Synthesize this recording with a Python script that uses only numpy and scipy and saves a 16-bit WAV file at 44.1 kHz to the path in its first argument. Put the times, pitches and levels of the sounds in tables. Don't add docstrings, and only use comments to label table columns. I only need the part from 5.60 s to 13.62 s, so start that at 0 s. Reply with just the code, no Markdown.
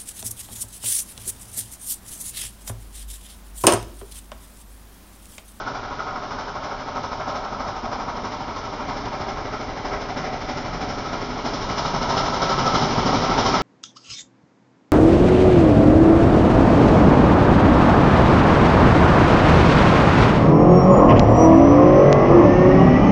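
import sys
import numpy as np
from scipy import signal
from scipy.fft import rfft, irfft, next_fast_len
from scipy.io import wavfile
from scipy.ndimage import map_coordinates

SR = 44100
rng = np.random.default_rng(int(sys.argv[2]) if len(sys.argv) > 2 else 0)


def to_wav(s):
    ch = np.atleast_2d(s).T
    pcm = np.round(np.clip(ch, -1, 1) * 32767)
    wavfile.write(sys.argv[1], SR, pcm.astype(np.int16))


N = 353680


def amp(db):
    return 10 ** (np.asarray(db) / 20)


def unit(x):
    return x / np.sqrt(np.mean(x ** 2) + 1e-20)


def along(points, hz):
    point_hz, values = np.transpose(points)
    return np.interp(np.log(hz + 1), np.log(point_hz + 1), values)


def curves(rows):
    times, *columns = np.transpose(rows)
    return [np.interp(np.arange(N) / SR, times, column) for column in columns]


def wobble(rate):
    knots = rng.standard_normal(int(N * rate / SR) + 4)
    return map_coordinates(knots, [np.arange(N) * rate / SR])


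def filtered(x, response):
    size = next_fast_len(N + SR // 2)
    return irfft(rfft(x, size) * response(np.fft.rfftfreq(size, 1 / SR)), size)[:N]


# seconds into the turn, bark accent in dB, hiss accent in dB.
TURN_BEATS = [(0.004, -2, -1), (0.084, 0.5, 3), (0.161, -1.03, 1.85), (0.246, -2, -1)]
# time in seconds, extra bark in dB, extra hiss in dB.
STANDOUT_BEATS = [(0.40, 0.5, -1), (0.48, 1, -2.5), (0.72, 0.5, 0), (0.80, 1, 2), (1.05, -0.5, 0.5),
                  (1.13, 2, -3), (1.37, 0, -0.5), (1.45, 1.5, 1), (1.53, 1.5, 3.5), (1.61, 2.5, 0),
                  (1.69, 2, 1.2), (1.77, 1, 2), (2.01, 0.5, -0.5), (2.09, 1.5, 1), (2.17, -0.5, 1),
                  (2.25, 1.5, 1), (2.33, -0.2, 0), (2.41, 1, -0.5), (2.65, 0.5, -1), (2.90, 2, -0.5),
                  (2.98, -1.5, 1), (3.22, 2.5, -1), (3.37, -0.5, 0.5), (3.62, -1.5, -1), (3.78, 0, -1),
                  (3.94, -0.5, -1.5), (4.34, 2.5, 0), (4.42, -1.5, 2), (4.66, 1, -1), (4.82, -1.5, 0),
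                  (5.22, 0, -0.9), (5.79, -1.5, -1.5), (5.87, 2, 1.5), (6.11, 3.5, 0), (6.19, 0.5, -0.5),
                  (6.27, 1.5, -1), (6.35, 2, 0), (6.43, 1, 1), (6.59, 2.5, 3), (6.67, -1, 1.5),
                  (6.75, -3.5, 0.5), (6.83, -0.5, -1.5), (6.91, 1.5, 0), (6.99, 2.5, 0.5), (7.07, 2, 2.5),
                  (7.15, 1.1, 1), (7.55, 3, -0.5), (7.71, 1.5, -2), (7.87, 2.5, 0.5), (7.96, 2.5, 0.5)]

def beats(turn_s=0.3213, scatter_s=0.0018):
    turns = np.arange(int(N / SR / turn_s) + 1) * turn_s
    times, bark_db, hiss_db = np.tile(np.transpose(TURN_BEATS), len(turns))
    times = times + np.repeat(turns, len(TURN_BEATS))
    for when, extra_bark_db, extra_hiss_db in STANDOUT_BEATS:
        nearest = np.argmin(abs(times - when))
        bark_db[nearest] += extra_bark_db
        hiss_db[nearest] += extra_hiss_db
    return times + scatter_s * rng.standard_normal(len(times)), bark_db, hiss_db


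def puffs(times, levels_db, rise_s, base_fall_s, lead_s):
    power = np.zeros(N)
    for when, db in zip(times, levels_db):
        span = np.arange(max(int(when * SR) - SR // 10, 0), min(int(when * SR) + SR // 4, N))
        since_peak = span / SR - when + lead_s
        fall_s = base_fall_s * (1 + 0.039 * when)
        shape = np.exp(-np.where(since_peak < 0, (since_peak / rise_s) ** 2, since_peak / fall_s))
        power[span] += (amp(db) * shape) ** 2
    return np.sqrt(power)


# centre in Hz, width in Hz, lift in dB.
COLOUR_EQ = [(117, 19, 1.5), (266.5, 52, 5.5), (392.5, 21, 4.5), (503, 12, 0), (607, 41, 3), (763, 68, 4),
             (957, 61, 5), (1083, 34, 3.5), (1162, 32, -3), (1248, 33, 3.5), (1329, 41, 5.5),
             (1640, 25, -0.5), (1810, 50, -3), (2320, 244, 3), (2593, 118, -6), (4430, 130, -2.5),
             (5360, 160, 3)]

def colour_db(hz):
    return sum(db * np.exp(-0.5 * ((hz - centre) / width) ** 2) for centre, width, db in COLOUR_EQ)


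def jet(spectrum, rough_db):
    eddies = amp(rough_db * wobble(400))
    flow = eddies * rng.standard_normal(N)
    return unit(filtered(flow, lambda hz: amp(along(spectrum, hz) + colour_db(hz))))


# frequency in Hz, level in dB.
THUD_EQ = [(30, -20.5), (70, -5.5), (110, -7), (175, -7), (250, -6), (330, -9.5), (470, -7), (620, -24),
           (1200, -64)]
BOOM_EQ = [(50, -22.5), (90, -7), (135, -1.5), (175, 5.5), (220, -9), (400, -48)]
# time in seconds, level in dB against the thud.
BOOM_FADER = [(3.7, -19.5), (4.5, -4), (5.8, -6.5), (7.0, -4.5), (8.0, -3)]

def thud(times, accent_db):
    boom_db, = curves(BOOM_FADER)
    body = jet(THUD_EQ, rough_db=0.5) + amp(boom_db) * jet(BOOM_EQ, rough_db=-0.5)
    return body * puffs(times, accent_db + 0.75, rise_s=0.015, base_fall_s=0.039, lead_s=0.0091)


# frequency in Hz, level in dB.
BRIGHT_BARK_EQ = [(200, -51.5), (400, -14), (540, -2), (850, 1), (1000, -1), (1180, 0.5), (1450, -5),
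                  (1650, -9.5), (1850, -15), (2600, -17), (5000, -61)]
DULL_BARK_EQ = [(200, -36.5), (400, -5), (540, -2.5), (800, -1.2), (950, -7.5), (1180, -7), (1450, -6.5),
                (1650, -9.5), (2100, -10), (2600, -16), (5000, -49)]

def bark(times, accent_db, brightness):
    bright = np.sqrt(brightness) * jet(BRIGHT_BARK_EQ, rough_db=2.0)
    dull = np.sqrt(1 - brightness) * jet(DULL_BARK_EQ, rough_db=0.5)
    return (bright + dull) * puffs(times, accent_db + 2, rise_s=0.021, base_fall_s=0.041, lead_s=0.0018)


# time in seconds, trim in dB, pitch in Hz.
RING_PATH = [(0.0, 0.5, 1395), (1.2, -7.5, 1376), (2.0, -10, 1275), (3.4, -25, 1293), (4.3, -12, 1395),
             (5.5, -7, 1330), (6.5, -8, 1310), (7.1, -3.5, 1294), (8.0, -6.5, 1310)]

def ring(times, accent_db, width_hz=170):
    trim_db, pitch_hz = curves(RING_PATH)
    phase = 2 * np.pi * np.cumsum(pitch_hz) / SR
    slow_noise = lambda: filtered(rng.standard_normal(N), lambda hz: 1 / (1 + (hz / width_hz) ** 2) ** 2)
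    band = unit(slow_noise() * np.cos(phase) + slow_noise() * np.sin(phase))
    return band * amp(trim_db) * puffs(times, accent_db, rise_s=0.015, base_fall_s=0.038, lead_s=0.004)


# frequency in Hz, level in dB.
HISS_EQ = [(900, -36), (1600, -6.5), (2000, 1.5), (2400, -7.5), (2900, 3), (4100, 3.5), (4800, 3),
           (5350, 6.5), (5700, 1.5), (6150, 1.5), (6500, -17.5), (7050, -7.5), (7400, -36.5)]

def hiss(times, accent_db):
    steam = jet(HISS_EQ, rough_db=0.5)
    return steam * puffs(times, accent_db, rise_s=0.016, base_fall_s=0.038, lead_s=0.0025)


# time in seconds, body fader in dB, hiss fader in dB.
EXHAUST_FADERS = [(0.0, -31, -44.5), (0.4, -32, -46), (1.2, -30.5, -43.5), (1.7, -29.5, -43.5),
                  (2.1, -29.5, -44), (2.65, -28.5, -42), (3.0, -32, -45), (3.55, -29, -42),
                  (4.05, -31.5, -44.5), (4.55, -29, -40.5), (5.25, -30, -39), (5.7, -31.5, -42),
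                  (6.15, -29.5, -32.5), (6.55, -24.5, -32.5), (7.15, -23.5, -29.5), (7.38, -25.5, -33.5),
                  (8.0, -22.5, -27.5)]

def exhaust(thud_db, brightness):
    times, accent_db, hiss_accent_db = beats()
    body_db, hiss_db = curves(EXHAUST_FADERS)
    body = amp(thud_db) * thud(times, accent_db)
    body += bark(times, accent_db, brightness)
    body += ring(times, accent_db)
    return amp(body_db) * body + amp(hiss_db) * hiss(times, hiss_accent_db)


# frequency in Hz, level in dB.
ROAR_EQ = [(60, -8), (130, 4.5), (260, 0), (500, 1.5), (800, 0.5), (1100, -0.5), (1450, -4.5), (1800, -7),
           (2600, -21), (5000, -56.5)]
LEAK_EQ = [(1200, -18), (2000, 1.5), (3000, 5), (4000, 3.5), (5300, 2.5), (6100, -0.5), (6500, -14),
           (7050, -11.5), (7400, -46.5)]
RUMBLE_EQ = [(8, -15.5), (22, 2), (40, 6), (60, -4.5), (85, -4.5), (110, -2), (160, -27.5), (400, -63)]

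def train(train_db):
    roar = jet(ROAR_EQ, rough_db=1.5) * amp(train_db - 2.5 + 0.44 * wobble(9.1))
    leak = jet(LEAK_EQ, rough_db=-0.5) * amp(train_db - 12 + 0.26 * wobble(2.3))
    rumble = unit(filtered(rng.standard_normal(N), lambda hz: amp(along(RUMBLE_EQ, hz))))
    rumble_db = -44 + 1.15 * np.arange(N) / SR
    return roar + leak + rumble * amp(rumble_db)


# time in seconds, delay in seconds, level in dB.
BANK_SLAP = [(0, 0.0070, -24), (2.7, 0.0066, -22), (4.5, 0.00675, -16), (6.1, 0.0072, -15),
             (7, 0.0076, -16), (8, 0.0077, -17)]
# time in seconds, level in dB.
HOLLOW_COLOUR = [(0, -13), (3.8, -15), (5, -26), (8, -26)]

def combs(x, hollow_lag_s=0.0059, cutoff_hz=1700):
    bank_lag_s, bank_db = curves(BANK_SLAP)
    hollow_db, = curves(HOLLOW_COLOUR)
    dull = filtered(x, lambda hz: 1 / (1 + (hz / cutoff_hz) ** 4))
    delayed = lambda lag_s: map_coordinates(dull, [np.arange(N) - lag_s * SR], order=1)
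    return amp(bank_db) * delayed(bank_lag_s) - amp(hollow_db) * delayed(hollow_lag_s)


# frequency in Hz, seconds to die away by 60 dB.
WOODS_DECAY = [(100, 0.99), (1000, 1), (6000, 0.48)]

def woods(x, stretches=17):
    hz, t, noise = signal.stft(rng.standard_normal((stretches, SR)), SR, nperseg=256)
    decay = amp(-60 * t / along(WOODS_DECAY, hz)[:, None])
    _, tails = signal.istft(noise * decay, SR, nperseg=256)
    position = np.linspace(0, stretches - 1, N)
    wet = np.zeros(N)
    for stretch, tail in enumerate(tails):
        crossfade = np.sqrt(np.clip(1 - abs(position - stretch), 0, 1))
        wet += signal.oaconvolve(x * crossfade, tail / np.linalg.norm(tail))[:N]
    return wet


# time in seconds, train fader in dB, thud trim in dB, bark brightness from 0 to 1.
APPROACH_MIX = [(0.0, -34.5, -10.5, 0.84), (1.3, -34.5, -9, 0.94), (2.2, -35.5, -7, 0.97),
                (3.4, -32.5, -3, 0.68), (4.6, -34.5, -4, 0.05), (5.7, -30.5, -1, 0.1),
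                (6.3, -28.5, -4, 0.9), (6.8, -25, -5, 0.98), (7.4, -22, 1, 1), (8.0, -22, -5, 0.7)]

def scene():
    train_db, thud_db, brightness = curves(APPROACH_MIX)
    chuffs = exhaust(thud_db, np.clip(brightness, 0, 1))
    direct = chuffs + train(train_db)
    return (direct + combs(direct) + amp(-9) * woods(chuffs))[None]


def record(dry, top_hz=7400):
    return filtered(dry[0], lambda hz: hz < top_hz)[None]


dry = scene()
out = record(dry)
to_wav(out)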